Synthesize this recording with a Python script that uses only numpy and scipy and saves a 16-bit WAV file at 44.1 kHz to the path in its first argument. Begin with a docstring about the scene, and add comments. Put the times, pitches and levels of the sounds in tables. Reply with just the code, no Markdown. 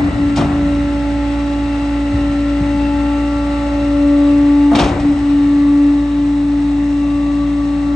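"""A gear pump drones as a refuse truck packs its load at high idle in a walled yard; the listener walks up to it.
Pump, four-cylinder firing, gear whine and clatter are sines locked to one wavering crank.
Fan, intake, oil flow and exhaust are shaped noise. The steel panel clunks at its stops: noise bursts
that die band by band over ringing plate modes. Dull thumps are short sines of falling pitch."""
import sys
import numpy as np
from scipy import signal
from scipy.io import wavfile
from scipy.ndimage import uniform_filter1d

SR = 44100
rng = np.random.default_rng(int(sys.argv[2]) if len(sys.argv) > 2 else 0)


def put_to_file(sound):
    """Save the sound as 16-bit audio at rate SR, in the file named by the first command-line argument."""
    columns = np.atleast_2d(sound).T  # one column per channel
    safe = np.clip(columns, -1, 1)
    whole_steps = np.round(safe * 32767)
    wavfile.write(sys.argv[1], SR, whole_steps.astype(np.int16))


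N = 350595
T = np.arange(N) / SR  # seconds


def gain_of(db):
    """Amplitude factor of a level in dB."""
    return 10 ** (np.asarray(db) / 20)


def evened(x):
    """Scales a signal to rms 1."""
    return x / np.sqrt(np.mean(abs(x) ** 2) + 1e-20)


def read(points, hz):
    """Reads a (Hz, value) curve along a logarithmic frequency axis."""
    f, value = np.transpose(points)
    return np.interp(np.log(hz + 1), np.log(f + 1), value)


def columns(rows, t=T):
    """Draws each value column of a table against its first column, seconds."""
    s, *values = np.transpose(rows)
    return [np.interp(t, s, v) for v in values]


def wobble(hz):
    """Random drift of rms about 1, with little movement faster than hz."""
    knot_rate = 60  # per second
    knots = rng.standard_normal(int(N / SR * knot_rate) + 2)
    low_pass = signal.butter(2, np.clip(hz, .1, 29) / 30, output="sos")
    smooth = signal.sosfiltfilt(low_pass, knots)
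    return np.interp(T * knot_rate, np.arange(len(knots)), evened(smooth))


def patches(hz, s):
    """Random blotches over frequency and time, rms 1."""
    grain = rng.standard_normal((len(hz), len(s)))
    return evened(uniform_filter1d(uniform_filter1d(grain, 9, 0), 12, 1))


# How far the truck's tail screens the engine as the listener comes in behind it.
# Each row: time in seconds, share from 0 to 1.
SCREEN = [(0, 0.19), (3.6, 0.13), (4.6, 0.1), (5.3, 0.37), (6.2, 0.87), (7.95, 0.99)]


def screened(open_db, behind_db):
    """A level that passes from its value in the open to its value behind the tail."""
    return open_db + (behind_db - open_db) * np.clip(columns(SCREEN)[0], 0, 1)


# Stereo balance. Each row: frequency in Hz, left over right in dB.
LEAN = [(60, 1), (99, 2.5), (160, -1), (270, 7), (450, 6), (730, 3), (1210, 8), (2000, 0), (3300, 1.5),
        (5450, 4.5), (9000, -1)]
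# Stereo phase; tones take less of it below 1 kHz. Each row: frequency in Hz, lead of the left in radians.
LEAD = [(0, .05), (600, .12), (950, .6), (1290, .1), (1720, -1.4), (2410, .6), (2930, 1.2), (3620, .2),
        (5340, 1.2), (6550, -.2), (7410, .7), (8100, .6), (8870, -.2), (9130, -1.3)]


def tone(turns, hz, db, drift, lean=None):
    """A sine of rms level db between the microphone ports; its bearing drifts as the listener moves."""
    lean = read(LEAN, hz) if lean is None else lean
    half_lead = read(LEAD, hz) * min(hz / 1000, 1) / 2 + drift * wobble(0.69)
    angle = 2 * np.pi * (turns + rng.random())
    balance = np.tanh(lean * np.log(10) / 40)
    side = balance * np.sin(angle) + half_lead * np.cos(angle)
    return np.sqrt(2) * gain_of(db) * (np.sin(angle) + np.array([side, -side]))


# Stereo width of noise. Each row: frequency in Hz, left-right likeness from 0 to 1 at spread 1.
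SAME = [(60, 1), (120, .97), (250, .98), (510, .9), (1050, .55), (2150, .5), (4400, .58), (9000, .62)]


def hiss(size, field_db, spread=1):
    """Two partly alike noises whose short-time spectrum is field_db(hz, s); a small spread is one compact source."""
    hop = size // 4
    hz = np.fft.rfftfreq(size, 1 / SR)[:, None]
    s = np.arange(N // hop + 5) * hop / SR
    a, b, c, d = rng.standard_normal((len(s), len(hz), 4)).T
    same = np.clip(read(SAME, hz), .01, 1) ** spread
    left = a + 1j * b
    right = same * left + np.sqrt(1 - same ** 2) * (c + 1j * d)
    right = right * np.exp(-1j * read(LEAD, hz))
    half_lean = read(LEAN, hz) / 2
    pair = np.array([left * gain_of(half_lean), right * gain_of(-half_lean)])
    return signal.istft(pair * gain_of(field_db(hz, s)), nperseg=size, noverlap=size - hop)[1][:, :N]


# Pump ripple, swelling as the listener crosses the yard's standing waves.
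# Each row: time in seconds, level in dB before the falters and flutter.
PUMP = [(0, -14.5), (.26, -13), (.62, -15), (.98, -18), (1.93, -17.5), (2.28, -16), (3.11, -15.5),
        (3.66, -19), (4.08, -10.5), (4.65, -9), (5.45, -11), (5.87, -9), (6.08, -16.5), (6.2, -13.5),
        (7.83, -16), (7.95, -15)]
# Stereo balance of the ripple. Each row: time in seconds, left over right in dB.
PUMP_LEAN = [(0.0, 2.5), (1.13, -3), (3.0, 2.3), (3.63, -2), (3.96, 1.5), (6, 1), (7.95, 2)]
# The ripple falters around the clunks.
# Each row: start, fall, hold and recovery, all in seconds, then change of level in dB.
FALTERS = [(0.078, 0.028, 0.049, .05, -8.5), (0.102, 0.011, .004, 0.01, -27),
           (0.277, .02, .06, 0.097, -2.5), (0.41, 0.016, .01, 0.14, -5), (4.715, .12, 0.186, .035, -9),
           (4.92, 0.023, .005, 0.019, -17), (5.122, 0.015, 0.071, 0.11, -5.5)]
# Pump overtones, each with its own standing waves.
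# Each row of the four: time in seconds, level in dB before the flutter.
SECOND = [(0, -36), (.45, -36), (.62, -29), (1.04, -30.5), (1.79, -33.5), (2.01, -32.5), (3.56, -28.5),
          (4.12, -23), (4.35, -26), (4.67, -37.5), (5.53, -43), (5.8, -36.5), (6.64, -44.5), (7.1, -37),
          (7.95, -38)]
THIRD = [(0, -41), (.62, -42.5), (1.04, -33), (1.79, -34.5), (2.17, -37), (2.45, -46), (2.61, -35.5),
         (2.92, -29.5), (3.3, -33.5), (3.74, -31.5), (3.9, -39.5), (4.3, -37.5), (4.67, -30), (4.95, -40.5),
         (6.22, -39.5), (7.1, -41.5), (7.48, -46), (7.95, -41)]
FOURTH = [(0, -47), (1.04, -58), (1.37, -45), (1.85, -44.5), (2.05, -62), (2.92, -48.5), (3.23, -39),
          (3.56, -38), (3.74, -46), (4.12, -39.5), (4.67, -38), (5.1, -47), (5.6, -39), (6.11, -41.5),
          (6.25, -49.5), (6.64, -51), (7.13, -36.5), (7.95, -40.5)]
SIXTH = [(0, -53.5), (5.2, -59), (5.45, -49), (6, -48.5), (6.3, -53), (7.95, -54)]
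PULSES_PER_TURN = 10.2  # pump pulses per crank turn


def pump(crank):
    """A nearly pure pressure ripple with four overtones; each firing of the engine shakes it a little."""
    falter_db = sum(np.interp(T, np.cumsum(times), [0, db, db, 0]) for *times, db in FALTERS)
    ripple_db = columns(PUMP)[0] + falter_db + 0.2 * wobble(8.8)
    turns = crank * PULSES_PER_TURN
    ripple = tone(turns, 287, ripple_db, .03, columns(PUMP_LEAN)[0])
    for k, curve in {2: SECOND, 3: THIRD, 4: FOURTH, 6: SIXTH}.items():
        flutter_db = screened(0.82, 1.6) * wobble(15)  # stronger behind the tail
        ripple = ripple + tone(k * turns, k * 287, columns(curve)[0] + flutter_db, 0.14)
    shake = 1 + 0.022 * np.sin(4 * np.pi * crank)  # twice a turn
    return shake * ripple


# Firing note. Each row: time in seconds, level in dB before the flutter.
FIRING_NOTE = [(0, -31), (.6, -21.5), (1.8, -22), (2.3, -21), (3.6, -22), (4.6, -23.5), (5.1, -27.5),
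               (5.9, -25), (7, -24.5), (7.95, -25)]
# Its 2nd and 3rd multiples. Each row: level in the open in dB, level behind the tail in dB, before the flutter.
FIRING = [(-34.5, -38.5), (-42.5, -34)]
# Gear whine. Each row: time in seconds, mesh level in dB, double mesh level in dB, before the flutter.
MESH = [(0, -47, -51), (.4, -37.5, -50), (.7, -39.5, -50.5), (1.77, -44, -45), (2.54, -37.5, -48.5),
        (2.81, -41, -42), (2.94, -37, -43.5), (3.83, -38, -48), (4.14, -42.5, -45), (4.78, -56, -54),
        (5.4, -46.5, -63), (5.9, -50.5, -48), (6.2, -52, -59), (7.17, -64.5, -46.5), (7.6, -62, -53),
        (7.95, -43.5, -52)]
# Strongest clatter lines. Each row: multiple of crank speed, level in dB relative to CLATTER_LEVEL.
CLATTER = [(8, 1), (12, 1.5), (28, -3.5), (38, -11), (44, -21), (46.92, -9.5), (51, -13), (65, -7),
           (66, -11), (67, -15), (69, -6), (70, -13), (71, -11), (72, -8.5), (77, -15), (79, -13.5)]
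# Valve and injector clatter. Each row: time in seconds, reference level in dB for the lines.
CLATTER_LEVEL = [(0, -43.5), (.6, -42), (1.4, -43), (2.8, -40.5), (3.4, -43), (4.5, -42), (5.2, -42),
                 (5.85, -44.5), (6.2, -48), (7.95, -45)]
MESH_PER_TURN, MESH_JITTER = 47.92, .08  # tooth meetings per crank turn; rms error in meetings


def engine(crank):
    """Two firings a turn, a jittering gear mesh, and clatter lines at fixed multiples of crank speed."""
    levels = [columns(FIRING_NOTE)[0], *(screened(*db) for db in FIRING)]
    notes = sum(tone(2 * k * crank, k * 56, db + 0.3 * k * wobble(24), .05)
                for k, db in enumerate(levels, start=1))
    mesh = MESH_PER_TURN * crank + MESH_JITTER * wobble(12)  # teeth meet early or late
    mesh_db, double_db = columns(MESH)
    whine = tone(mesh, 1350, mesh_db + 1.5 * wobble(19), .8)
    whine = whine + tone(2 * mesh, 2500, double_db + 2.1 * wobble(22), 0.29)
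    clatter_db = columns(CLATTER_LEVEL)[0]
    lines = sum(tone(k * crank, k * 28, clatter_db + db + 1.9 * wobble(5), 0.43) for k, db in CLATTER)
    return notes + whine + lines


# Colour of the exhaust flow and shaking body. Each row: frequency in Hz, relative density in dB per Hz.
RUMBLE = [(25, -33), (40, -6.5), (60, 4.5), (90, -0.5), (140, -4.5), (200, -4), (260, -4.5), (330, -13.5),
          (420, -16.5), (600, -54.5)]


def rumble():
    """Low noise of exhaust flow, and of the body shaking after each knock."""
    noise = hiss(2048, lambda hz, s: read(RUMBLE, hz) + 1.3 * patches(hz, s))
    power = gain_of(2 * screened(-31.5, -35))
    power = power + shudder(BLOWS, down_db=-8, t60=3.5) + shudder(THUMPS, down_db=-26.5, t60=2.3)
    return np.sqrt(abs(power)) * evened(noise)


def shudder(knocks, down_db, t60):
    """Power of the rumble after knocks: it starts down_db from each knock's level and falls 60 dB in t60 seconds."""
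    power = sum((T > s) * gain_of(2 * (db + down_db - 60 * abs(T - s) / t60)) for s, db, *_ in knocks)
    return uniform_filter1d(power, size=1000)  # softens the onsets


# Colour of fan, intake and oil flow. Each row: frequency in Hz, relative density in dB per Hz.
ROAR = [(350, -28.5), (450, -24.5), (650, -22), (800, -26.5), (950, -29.5), (1150, -25), (1600, -27.5),
        (2770, -30.5), (3200, -34), (5000, -39.5), (7000, -46), (8800, -52), (9500, -50.5)]
# Body resonances. Each row: frequency in Hz, width in Hz, boost in dB.
HOLLOWS = [(1910, 470, 3.5), (2800, 200, 5), (3930, 440, 4.5), (8020, 770, 8.5)]
# Change of colour at the hopper mouth. Each row: frequency in Hz, full change in dB.
NEAR = [(500, -1), (900, 6.5), (1400, -4), (2100, -1), (3000, -2), (3750, 3.5), (4500, -0.5), (6000, 3),
        (9000, 2)]
# The listener's approach. Each row: time in seconds, nearness from 0 to 1.
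WALK = [(0, 0.2), (4.5, 0.4), (6, 0.8), (7.95, 1)]


def roar(crank):
    """Fan, intake and oil flow: patchy noise in the body's hollows, puffing with the firings."""
    def field_db(hz, s):
        hollows = sum(db / (1 + (2 * (hz - f) / w) ** 2) for f, w, db in HOLLOWS)
        low_cut = -24 * np.maximum(np.log2(ROAR[0][0] / (hz + 1)), 0)  # dB, 24 per octave
        approach = read(NEAR, hz) * columns(WALK, s)[0]
        return read(ROAR, hz) + low_cut + hollows + approach + patches(hz, s)
    firing_puffs = 0.042 * np.sin(4 * np.pi * crank)
    turn_puffs = 0.03 * np.sin(2 * np.pi * crank)
    puffs = 1 + firing_puffs + turn_puffs + 0.058 * wobble(23)
    return gain_of(screened(-31.5, -36)) * puffs * evened(hiss(2048, field_db))


# Panel blows; the first falls before the start, so only its tail sounds.
# Each row: time in seconds, relative thud, boom and crack in dB, crack brightness in dB per octave.
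BLOWS = [(-.12, -11, -11, -46.5, 0), (0.358, -36.5, -34.5, -35, 3.5), (0.371, -13.5, -12.5, -33, -3),
         (0.406, -19.5, -20.5, -38, -3.5), (0.435, -26, -27, -49.5, -4), (4.713, -34, -14, -54, -5),
         (4.728, -25.5, -15.5, -44.5, -5.5), (4.749, -27, -12.5, -26.5, -1.5), (4.786, -25, -10, -25, -0.5),
         (4.8, -21, -23, -32.5, -2.5), (4.836, -31, -29, -35.5, 2.5), (4.865, -26.5, -26, -42.5, -1.5),
         (4.88, -35, -35, -39.5, -1.5), (4.938, -36, -33, -52, 2), (4.995, -37.5, -41, -43.5, 1)]
# Colour of the boom, then of the crack. Each row: frequency in Hz, relative level in dB.
BOOM = [(40, -39.5), (170, -14.5), (340, 1.5), (480, -5.5), (680, 2.5), (1000, -4), (1500, -10),
        (3000, -35.5)]
CRACK = [(600, -14), (1500, -0.5), (2500, 6), (3700, 4), (5500, 0.5), (9000, -13)]
# Reverberation of hopper and yard. Each row: frequency in Hz, 60 dB decay in seconds.
RING = [(60, 1.9), (200, 0.87), (700, 1.21), (2000, 0.78), (4000, 0.2), (9000, 0.4)]
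# Plate modes. Each row: central frequency in Hz, relative level in dB, 60 dB decay in seconds.
HOPPER = [(79.35, -3.5, 1.9), (106, -3, 0.7), (127, -9.5, 1.1), (145.3, -3, 0.61), (175.3, -7, 1.68),
          (233.3, 1, 0.4), (260, -14.5, 0.99), (348.3, -9, 1), (577, -13.5, 1.3), (666, -5.5, 0.27),
          (695, -12, 0.49), (830, -15.5, 0.26), (896, -7, 0.19), (1414, -24.5, 0.3), (2410, -2.5, 0.16),
          (3200, 4, .1), (3666, 5, .14), (4320, -14, .12), (5460, -11, 0.062)]


def panel():
    """Each blow: a noisy boom and crack dying band by band, and the hopper's plates ringing."""
    return gain_of(-8) * hiss(256, blow_field_db, spread=0.37) + gain_of(-3.0) * plates()


def blow_field_db(hz, s):
    """Spectrum of the blows' noise: a direct burst over a longer tail, with bass building up more slowly."""
    power = 1e-14
    for at, _, boom_db, crack_db, bright in BLOWS:
        age = s - at
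        since = np.maximum(age, 0)
        early = .8 * np.exp(-since / .012)
        late = 0.27 * gain_of(-120 * since / read(RING, hz))
        rise = np.clip(age / (0.006 + 1.8 / (hz + 30)), 0, 1) ** 2
        boom = boom_db + read(BOOM, hz)
        crack = crack_db + read(CRACK, hz) + bright * np.log2((hz + 1) / 3000)
        power = power + rise * (gain_of(2 * boom) + gain_of(2 * crack)) * (early + late)
    grain = rng.standard_normal((len(hz), len(s)))
    rattle = evened(uniform_filter1d(uniform_filter1d(grain, 14, 0), 4, 1))
    return 10 * np.log10(power) + 1.2 * rattle  # loose parts make the decay lumpy


def plates():
    """Struck steel modes as decaying sines; every blow lands on another spot, so pitch, phase and level vary."""
    out, age = np.zeros(N + SR), np.arange(SR) / SR
    hz, db, t60 = np.transpose(HOPPER)[:, :, None]
    for at, thud_db, boom_db, crack_db, _ in BLOWS:
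        detune, phase, luck = rng.random((len(HOPPER), 3, 1)).transpose(1, 0, 2)
        pitch = hz * (1 + 0.0455 * (detune - .5))
        onset = np.minimum(age * hz / 2.0, 1)  # two cycles to full swing
        swing = np.sin(2 * np.pi * (pitch * age + phase)) * onset
        blow_db = read([(130, thud_db), (190, boom_db), (1400, boom_db), (2000, crack_db)], hz)
        level_db = blow_db + db + 1.9 * (luck - .5)
        ring = (gain_of(level_db - 60 * age / t60) * swing).sum(0)
        start = round(at * SR)
        out[max(start, 0):start + SR] += ring[max(-start, 0):]
    return out[:N]


# Dull low thumps.
# Each row: start in seconds, level in dB before onset and decay, settled pitch in Hz, 60 dB decay in seconds.
THUMPS = [(1.819, -15, 90, 0.083), (2.13, -2.5, 66, .15), (2.2, -11, 70, .12), (2.287, -13, 88, 0.17),
          (2.509, -19.5, 75, 0.12), (2.603, -3, 98, .11), (2.666, -23, 95, 0.071),
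          (2.931, -13.5, 95.1, 0.12), (4.247, -22.5, 65, 0.086)]


def thumps():
    """Short low swings: a soft push with a falling pitch and two weaker upper modes."""
    out = np.zeros(N)
    for at, db, hz, t60 in THUMPS:
        age = np.maximum(T - at, 0)
        glide = 0.0094 * (1 - np.exp(-age / 0.0087))  # starts about an octave high
        angle = 2 * np.pi * hz * (age + glide)
        swing = np.sin(angle) + .35 * np.sin(1.6 * angle) + .12 * np.sin(2.4 * angle)
        push = 1 - np.exp(-(age / .012) ** 2)
        out = out + gain_of(db - 60 * age / t60) * push * swing
    return out


# Speed of the pump, wavering slightly. Each row: time in seconds, pump tooth rate in Hz.
SPEED = [(0, 287), (.7, 286.6), (2.3, 286.2), (3.3, 287.7), (3.7, 286.6), (4.2, 287.6), (4.9, 288.6),
         (5.4, 287), (6.1, 288.4), (7.95, 287.2)]


def scene():
    """One crank drives pump and engine; flow noise, panel blows and thumps join them."""
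    crank = np.cumsum(columns(SPEED)[0]) / SR / PULSES_PER_TURN  # crank turns; the pump is geared to it
    return pump(crank) + engine(crank) + rumble() + roar(crank) + panel() + thumps()


def record(dry):
    """The microphone drops the deepest bass; peaks round off softly; then the band limit."""
    longer = np.pad(dry, ((0, 0), (4255, 255)), "reflect")  # lets both filters settle
    bass_cut = signal.butter(2, 42, "high", fs=SR, output="sos")
    thin = signal.sosfilt(bass_cut, longer)[:, 4000:]
    rounded = thin / (1 + (thin / .98) ** 4) ** .25
    band_limit = signal.firwin(511, 9550, window=("kaiser", 9), fs=SR)  # low-pass, Hz
    return signal.oaconvolve(rounded, band_limit[None], "valid", axes=1)


dry = scene()
out = record(dry)
put_to_file(out)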